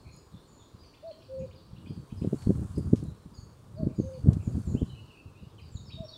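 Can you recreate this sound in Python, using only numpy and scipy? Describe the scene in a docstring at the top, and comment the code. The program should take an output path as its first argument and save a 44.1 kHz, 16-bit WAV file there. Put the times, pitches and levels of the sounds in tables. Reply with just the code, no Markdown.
"""A wood heard from a light vehicle on a dirt track. Songbirds whistle over a low rumble from the start,
and at 1 s a cuckoo hoots its two falling notes. From about 2 s bumps shake the frame into dull knocks
while the tyres hiss and flick grit. The cuckoo calls again near 4 s, amid a second run of jolts.
After 5 s the ride calms, a near bird sings and the cuckoo begins a third call.
Throughout, scattering by the trees gives each call a soft tail."""
import sys
import numpy as np
from scipy import signal
from scipy.fft import rfft, irfft
from scipy.io import wavfile
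from scipy.ndimage import uniform_filter1d

SR = 44100
rng = np.random.default_rng(int(sys.argv[2]) if len(sys.argv) > 2 else 0)


def digitize_waveform(pressure):
    """Quantize a signal to 16-bit integers and store it at the path in sys.argv[1].

    Rows of a 2-D input are taken as channels; values are limited to [-1, 1].
    """
    field = np.atleast_2d(pressure).T
    bounded = np.clip(field, -1, 1)
    quanta = np.round(bounded * 32767).astype(np.int16)
    wavfile.write(sys.argv[1], SR, quanta)


N = 272097
TIME = np.arange(N) / SR

# hardest jolts of the frame: (time [s], relative peak [dB], centre frequency [Hz], shudder level [dB])
JOLTS = [(0.343, -39, 106, -44.5), (.749, -41, 104, -62), (1.41, -39, 130, -38.5), (1.734, -33, 101, -42.5),
         (1.908, -28.5, 185, -32.5), (1.978, -32, 151, -43), (2.128, -28.5, 137, -57),
         (2.222, -21.5, 180, -32), (2.248, -18.5, 256, -32), (2.275, -18.5, 170, -30),
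         (2.332, -16, 255, -37), (2.345, -23.5, 220, -47), (2.473, -17, 190, -25), (2.496, -12, 183, -27.5),
         (2.506, -12, 237, -38), (2.594, -25, 157, -34), (2.617, -26, 145, -26.5),
         (2.781, -17.5, 195, -23.5), (2.856, -28, 130, -28.5), (2.935, -6, 207, -43),
         (3.029, -25, 179, -31), (3.086, -29.5, 120, -60), (3.262, -35.5, 136, -45),
         (3.39, -35.5, 107, -57), (3.435, -38.5, 105, -61), (3.806, -31.5, 191, -30),
         (3.833, -20.5, 166, -26), (3.872, -14.5, 183, -29.5), (3.99, -19, 184, -51),
         (4.001, -14, 212, -31.5), (4.05, -26.5, 117, -34), (4.246, -21, 122, -39), (4.261, -22, 230, -38),
         (4.273, -15.5, 182, -31), (4.288, -13.5, 132, -19), (4.37, -20, 147, -41), (4.478, -19, 149, -28),
         (4.555, -22.5, 161, -30), (4.58, -19.5, 157.7, -48), (4.677, -21.5, 124, -31.5),
         (4.751, -15, 184, -22), (4.82, -18.5, 232, -31), (4.831, -16, 129, -39), (5.262, -38.5, 113, -41),
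         (5.434, -36.5, 98, -46), (5.755, -30, 97, -61), (6.007, -29.5, 126, -59)]


def cuckoo(waver=0.01, stop_s=0.012, echo_db=-13.5):
    """Nearly pure tones under slight frequency modulation: an arched 'cuck', then a lower, level 'oo'."""
    # (time [s], length [s], top pitch [Hz], sag at the ends [fraction], level [dB], swell [s])
    hoots = [(1.024, 0.1, 660.4, 0.2, -42.5, 0.034), (1.283, 0.18, 531.8, 0.026, -39, 0.066),
             (3.759, 0.089, 639, 0.14, -41.5, 0.068), (4.02, 0.17, 525, 0.013, -44.5, 0.033),
             (5.968, 0.094, 652, 0.074, -44, 0.069)]
    out = np.zeros(N)
    for s, length, top_hz, sag, db, swell in hoots:
        t = TIME[:round(length * SR)]
        arch = 1 - sag * abs(2 * t / length - 1) ** 3
        hz = top_hz * arch * (1 + waver * drift(45)[:len(t)])
        add(out, s, gain_of(db) * tone(hz) * fades(t, length, swell, stop_s))
    return out + gain_of(echo_db) * scatter(out, t60=.7, build_s=.005)


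def song_notes():
    """Pitch contours by kind: (time [s], length [s], start, middle, end pitch [Hz], relative level [dB])."""
    # a chatterer's upward sweeps and soft arched chips: (time [s], relative level [dB])
    rasps = [(.832, -68.5), (.926, -67.5), (1.102, -67.5), (1.2, -66.5), (1.507, -63.5), (1.758, -64),
             (1.85, -59.5), (2.095, -65.5), (2.209, -63.5), (5.895, -56.5)]
    chips = [(1.396, -68), (3.89, -70), (4.125, -69), (4.39, -66)]
    # very high calls and a warbler's slurs:
    # (time [s], length [s], start pitch [Hz], end pitch [Hz], relative level [dB])
    high_calls = [(0.102, 0.091, 6780, 6810, -68), (0.453, .19, 7140, 6820, -70.5),
                  (1.382, 0.038, 6600, 6700, -70), (3.33, 0.11, 6980, 6590, -66.5),
                  (3.947, 0.12, 7000, 6230, -64.5), (4.422, 0.062, 7840, 6450, -64),
                  (4.644, 0.083, 7740, 6750, -60.5), (5.701, 0.083, 7980, 6700, -62.5)]
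    slurs = [(4.746, 0.062, 2430, 3520, -61), (4.879, 0.09, 3057, 2830, -60.5),
             (4.944, .055, 2500, 2850, -62), (5.077, 0.048, 3060, 2565, -58.5),
             (5.149, 0.0586, 2427, 2853, -57.5), (5.345, 0.066, 2500, 2970, -63),
             (5.58, 0.023, 3380, 2040, -59.5), (5.754, 0.0256, 4570, 3510, -57.5)]
    # sagging whistles: (time [s], length [s], pitch [Hz], relative level [dB])
    whistles = [(0.021, 0.13, 4300, -66.5), (.042, 0.056, 2414, -63), (0.12, 0.1, 4930, -71.5),
                (0.312, 0.082, 3610, -68.5), (0.577, 0.059, 3550, -67.5), (0.817, .06, 6100, -75),
                (1.063, 0.078, 4310, -64), (1.17, 0.06, 5450, -76.5), (1.217, 0.058, 4610, -68),
                (2.159, 0.04, 5000, -63.5), (2.366, 0.08, 4440, -63.5), (2.749, 0.059, 4730, -64.5),
                (3.016, .11, 3970, -72.5), (3.949, .072, 4660, -66.5), (4.51, 0.075, 4610, -71),
                (4.858, 0.088, 4000, -66.5), (5.609, 0.059, 4790, -62.5)]
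    # flicks down and back after a thin lead-in: (time [s], lead-in length [s], relative level [dB])
    flicks = [(0.831, 0.05, -59), (1.557, .008, -61), (1.918, 0.056, -62), (3.358, 0.024, -58),
              (3.766, 0.0089, -64.5), (4.13, .008, -61)]
    # the near bird's held top note, dip and loud low landing:
    # (time [s], top pitch [Hz], hold [s], landing length [s], landing pitch [Hz], relative level [dB])
    phrases = [(5.85, 5320, .028, 0.049, 3764, -50), (6.037, 5520, 0.0405, 0.088, 3636, -48.5)]
    dip_s, dip_hz, sag = .03, 4400, 0.0346
    hooks, motifs = [], []
    for s, lead, db in flicks:
        hooks += [(s - lead, lead, 4640, 4860, 4800, db - 4.5), (s, 0.0316, 5100, 4480, 4630, db)]
    for s, top_hz, hold, landing, low_hz, db in phrases:
        motifs += [(s, hold, top_hz, top_hz, top_hz, db - 7),
                   (s + hold, dip_s, top_hz, dip_hz, (top_hz + dip_hz) / 2, db - 3.5),
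                   (s + hold + dip_s, landing, 3980, low_hz, low_hz - 25, db)]
    return {"rasp": [(s, .034, 2408, 2880, 3650, db) for s, db in rasps],
            "chip": [(s, 0.04, 2290, 2600, 2290, db) for s, db in chips],
            "high": [(s, length, start, end + 0.3 * (start - end), end, db)
                     for s, length, start, end, db in high_calls],
            "warble": [(s, length, start, (start + end) / 2, end, db)
                       for s, length, start, end, db in slurs],
            "whistle": [(s, length, hz * (1 + sag), hz, hz * (1 - sag), db)
                        for s, length, hz, db in whistles],
            "hook": hooks, "motif": motifs}


def songbirds(flutter_db=3, leaves_db=-7.5, wood_db=-4.0):
    """Gliding tones, randomly modulated in pitch and level, arrive directly and by scattering."""
    # kind of call: (pitch jitter [Hz], direct-path gain [ratio])
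    voices = {"rasp": (384, 0.64), "chip": (210, 0.65), "high": (120, 0.43), "warble": (51, 0.55),
              "whistle": (129, 0.58), "hook": (38, 0.53), "motif": (68, .55)}
    sung, direct = np.zeros((2, N))
    jitter, flutter = drift(230), drift(83)
    for kind, notes in song_notes().items():
        jitter_hz, direct_gain = voices[kind]
        for s, length, start_hz, middle_hz, end_hz, db in notes:
            t = TIME[:round(length * SR)]
            u = t / length
            bend = 4 * u * (1 - u) * (middle_hz - (start_hz + end_hz) / 2)
            hz = start_hz + (end_hz - start_hz) * u + bend + jitter_hz * np.interp(s + t, TIME, jitter)
            level = gain_of(db + flutter_db * np.interp(s + t, TIME, flutter))
            chirp = level * fades(t, length, .35 * length, .15 * length) * tone(hz)
            add(sung, s, chirp)
            add(direct, s, direct_gain * chirp)
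    leaves = gain_of(leaves_db) * scatter(sung, t60=0.11, build_s=0.0014)
    wood = gain_of(wood_db) * scatter(sung, t60=0.61, build_s=0.01)
    return gain_of(1.25) * (direct + leaves + wood)


def knocks(ring=2.46, muffle_hz=1000, bump_db=-11, bump_gap_s=0.00547, size=4096):
    """Impact: each jolt radiates a rounded pressure pulse amid four smaller bumps of the loose frame."""
    out, hz = np.zeros(N), np.fft.rfftfreq(size, 1 / SR)
    slots = (-1, 1, 2, 3)  # one bump before the pulse, three after
    for s, db, centre_hz, _ in JOLTS:
        slips, phases = rng.random((2, len(slots)))
        spectrum = (hz / centre_hz) ** ring * np.exp(-(ring + .5) * hz / centre_hz)
        spectrum /= np.sqrt(1 + (hz / muffle_hz) ** 10)
        pulse = np.fft.fftshift(np.fft.ifft(spectrum, size))  # complex, so its phase can be turned
        pulse *= gain_of(db) / abs(pulse).max()
        start = s - size / 2 / SR
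        add(out, start, (pulse * np.exp(2j * np.pi * phases.sum())).real)
        for slot, slip, phase in zip(slots, slips, phases):
            bump = (pulse * np.exp(2j * np.pi * phase)).real
            delay = bump_gap_s * (slot + .5 * (slip - .5))
            add(out, start + delay, gain_of(bump_db) / abs(slot) * bump)
    return gain_of(2.5) * out


def rumble(lumpy_db=2.5, t60=0.34, rise_s=0.015):
    """Forced vibration of the frame by the track adds in power to a damped shudder after each jolt."""
    # shaking by the rough track: (time [s], relative level [dB])
    shaking = [(0, -48.5), (.2, -57), (1.2, -58.5), (1.45, -42), (1.62, -56.5), (1.9, -38), (2.07, -58),
               (2.19, -38.5), (2.4, -41), (2.65, -41), (3.07, -36), (3.18, -55.5), (3.55, -55.5),
               (3.79, -43), (3.95, -63), (4.24, -33), (4.55, -35.5), (4.63, -47), (4.7, -28.5), (5.15, -60),
               (5.33, -52), (5.95, -46), (6.17, -58)]
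    # frame vibration: (frequency [Hz], relative spectral density [dB])
    spectrum = [(20, -39), (45, -20), (80, 3.5), (120, 3.5), (200, -6.5), (300, -15.5), (450, -24.5),
                (650, -33), (1000, -42), (2000, -58), (6000, -105)]
    power, t = (gain_of(-1.74) * follow(shaking)) ** 2, TIME[:SR // 2]
    for s, _, _, db in JOLTS:
        shudder = np.minimum(t / rise_s, 1) * gain_of(db - 60 * t / t60)
        add(power, s - rise_s, shudder ** 2)
    vibration = noise(spectrum, patchy_db=2.5) * gain_of(lumpy_db * drift(35))
    return np.sqrt(power) * unit_rms(vibration)


def tyres(grainy_db=1.24):
    """Crushing noise: sand and dry leaves under the tread give a fine, grainy hiss."""
    # strength of the hiss: (time [s], relative level [dB])
    hiss_levels = [(0.0, -79.5), (0.95, -81.5), (1.75, -82), (2.23, -74.5), (2.39, -68.5), (2.89, -72.5),
                   (3.14, -78.5), (3.78, -80.5), (4.59, -71.5), (5.22, -82), (6.17, -81)]
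    # tread on dirt: (frequency [Hz], relative spectral density [dB])
    spectrum = [(300, 7.5), (1100, 14.5), (1500, 10), (2100, -2.5), (3000, -0.5), (5000, -1.5), (7000, 4),
                (9500, 4.5), (11000, -6), (12500, -7), (16000, -16)]
    hiss = noise(spectrum, patchy_db=1.6) * gain_of(grainy_db * drift(300))
    return gain_of(9.5) * follow(hiss_levels) * unit_rms(hiss)


def grit(rise_s=0.00067, dull_hz=10500):
    """Grit and twigs under the tyres give transients: bands of noise that decay exponentially."""
    # (time [s], level [dB], centre frequency [Hz], width [octaves], 60 dB decay time [s])
    scuffs = [(.163, -56, 10500, 0.27, 0.019), (2.42, -54.5, 4020, 1.9, 0.11),
              (2.553, -52, 1300, 0.73, 0.023), (2.779, -54, 9050, 0.37, 0.084),
              (2.957, -57.5, 5850, 1.03, 0.33), (3.038, -42.5, 8640, 0.22, 0.0066),
              (4.331, -50.5, 6600, 1.5, 0.062), (4.555, -72, 5000, 1.2, 0.027)]
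    out, t = np.zeros(N), TIME[:SR // 2]
    hz = np.fft.rfftfreq(len(t), 1 / SR)
    for s, db, centre_hz, octaves, t60 in scuffs:
        band = np.exp(-.5 * (np.log2((hz + 1) / centre_hz) / octaves) ** 2) / np.sqrt(hz + 1)
        band /= np.sqrt(1 + (hz / dull_hz) ** 12)  # the microphone is dull at the very top
        snap = unit_rms(irfft(rfft(rng.standard_normal(len(t))) * band, len(t)))
        add(out, s, snap * gain_of(db - 60 * t / t60) * np.minimum(t / rise_s, 1))
    return out


def chorus():
    """Incoherent summation: far-off birds merge into a haze of high noise."""
    # strength of the haze: (time [s], level [dB])
    haze_levels = [(0, -76), (1.3, -72.5), (2.2, -74), (3.5, -79.5), (6.17, -71)]
    # distant song: (frequency [Hz], relative spectral density [dB])
    spectrum = [(1800, -38), (2400, -25), (3400, -7.5), (4400, 1), (5100, -10), (8000, -33.5)]
    return follow(haze_levels) * noise(spectrum, patchy_db=4.5)


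def air(level_db=-58):
    """Broadband ambient noise: the soft, steady rush of the wood."""
    # (frequency [Hz], relative spectral density [dB])
    spectrum = [(30, 4.5), (100, -3), (250, -3.5), (450, -4.5), (750, -15), (1080, -10), (1450, -19.5),
                (2000, -26.5), (2800, -26.5), (5600, -29), (9000, -52), (11500, -39), (16000, -35)]
    return gain_of(level_db) * noise(spectrum, patchy_db=1.0)


def scatter(x, t60, build_s):
    """Multiple scattering: trunks and leaves return a cloud of echoes that builds up and dies away."""
    t = TIME[:SR]
    echoes = rng.standard_normal(SR) * (rng.random(SR) < .06)
    echoes *= gain_of(-60 * t / t60) * (1 - np.exp(-t / build_s))
    return signal.fftconvolve(x, echoes / np.linalg.norm(echoes))[:N]


def noise(spectrum, patchy_db):
    """Spectrally shaped noise of rms 1 whose level wanders in patches of time and frequency."""
    hz = np.fft.rfftfreq(2048, 1 / SR)
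    real, imag, patches = rng.standard_normal((3, N // 512 + 5, len(hz)))
    patches = unit_rms(uniform_filter1d(uniform_filter1d(patches, size=7, axis=0), size=18, axis=1))
    knots_hz, knots_db = np.transpose(spectrum)
    colour_db = np.interp(np.log(hz + 1), np.log(knots_hz), knots_db)
    frames = (real + 1j * imag) * gain_of(colour_db + patchy_db * patches)
    return unit_rms(signal.istft(frames.T, nperseg=2048, noverlap=1536)[1][:N])


def drift(rate_hz):
    """Random fluctuation: low-passed noise of rms 1."""
    hz = np.fft.rfftfreq(N, 1 / SR)
    return unit_rms(irfft(rfft(rng.standard_normal(N)) * np.exp(-(hz / rate_hz) ** 2), N))


def tone(hz):
    """A sinusoid of rms 1 whose phase is the integral of frequency."""
    return unit_rms(np.sin(2 * np.pi * np.cumsum(hz) / SR))


def fades(t, length, rise, fall):
    """Amplitude envelope with quarter-sine attack and release."""
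    attack = np.sin(np.pi / 2 * np.clip(t / rise, 0, 1))
    release = np.sin(np.pi / 2 * np.clip((length - t) / fall, 0, 1))
    return attack * release


def follow(curve):
    """Interpolates (time [s], level [dB]) to a gain for every sample."""
    return gain_of(np.interp(TIME, *np.transpose(curve)))


def gain_of(db):
    """Decibels to amplitude."""
    return 10 ** (np.asarray(db) / 20)


def unit_rms(x):
    """Normalises to rms 1."""
    return x / np.sqrt(np.mean(x ** 2) + 1e-20)


def add(mix, s, sound):
    """Superposes a sound on the mix at time s."""
    part = mix[max(0, round(s * SR)):][:len(sound)]
    part += sound[:len(part)]


def scene():
    """Superposition of the wood, its birds and the rolling vehicle in one channel."""
    background = air() + chorus()
    return (cuckoo() + songbirds() + knocks() + rumble() + tyres() + grit() + background)[None]


def record(dry, low_cut_hz=42, edge_hz=15800):
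    """Band limiting: the small microphone loses the deepest bass, the recorder the highest treble."""
    hz = np.fft.rfftfreq(N, 1 / SR)
    thin = irfft(rfft(dry) * hz ** 2 / np.hypot(hz ** 2, low_cut_hz ** 2), N)
    low_pass = signal.firwin(511, edge_hz, window=("kaiser", 9), fs=SR)
    return signal.oaconvolve(thin, low_pass[None], "same")


dry = scene()
out = record(dry)
digitize_waveform(out)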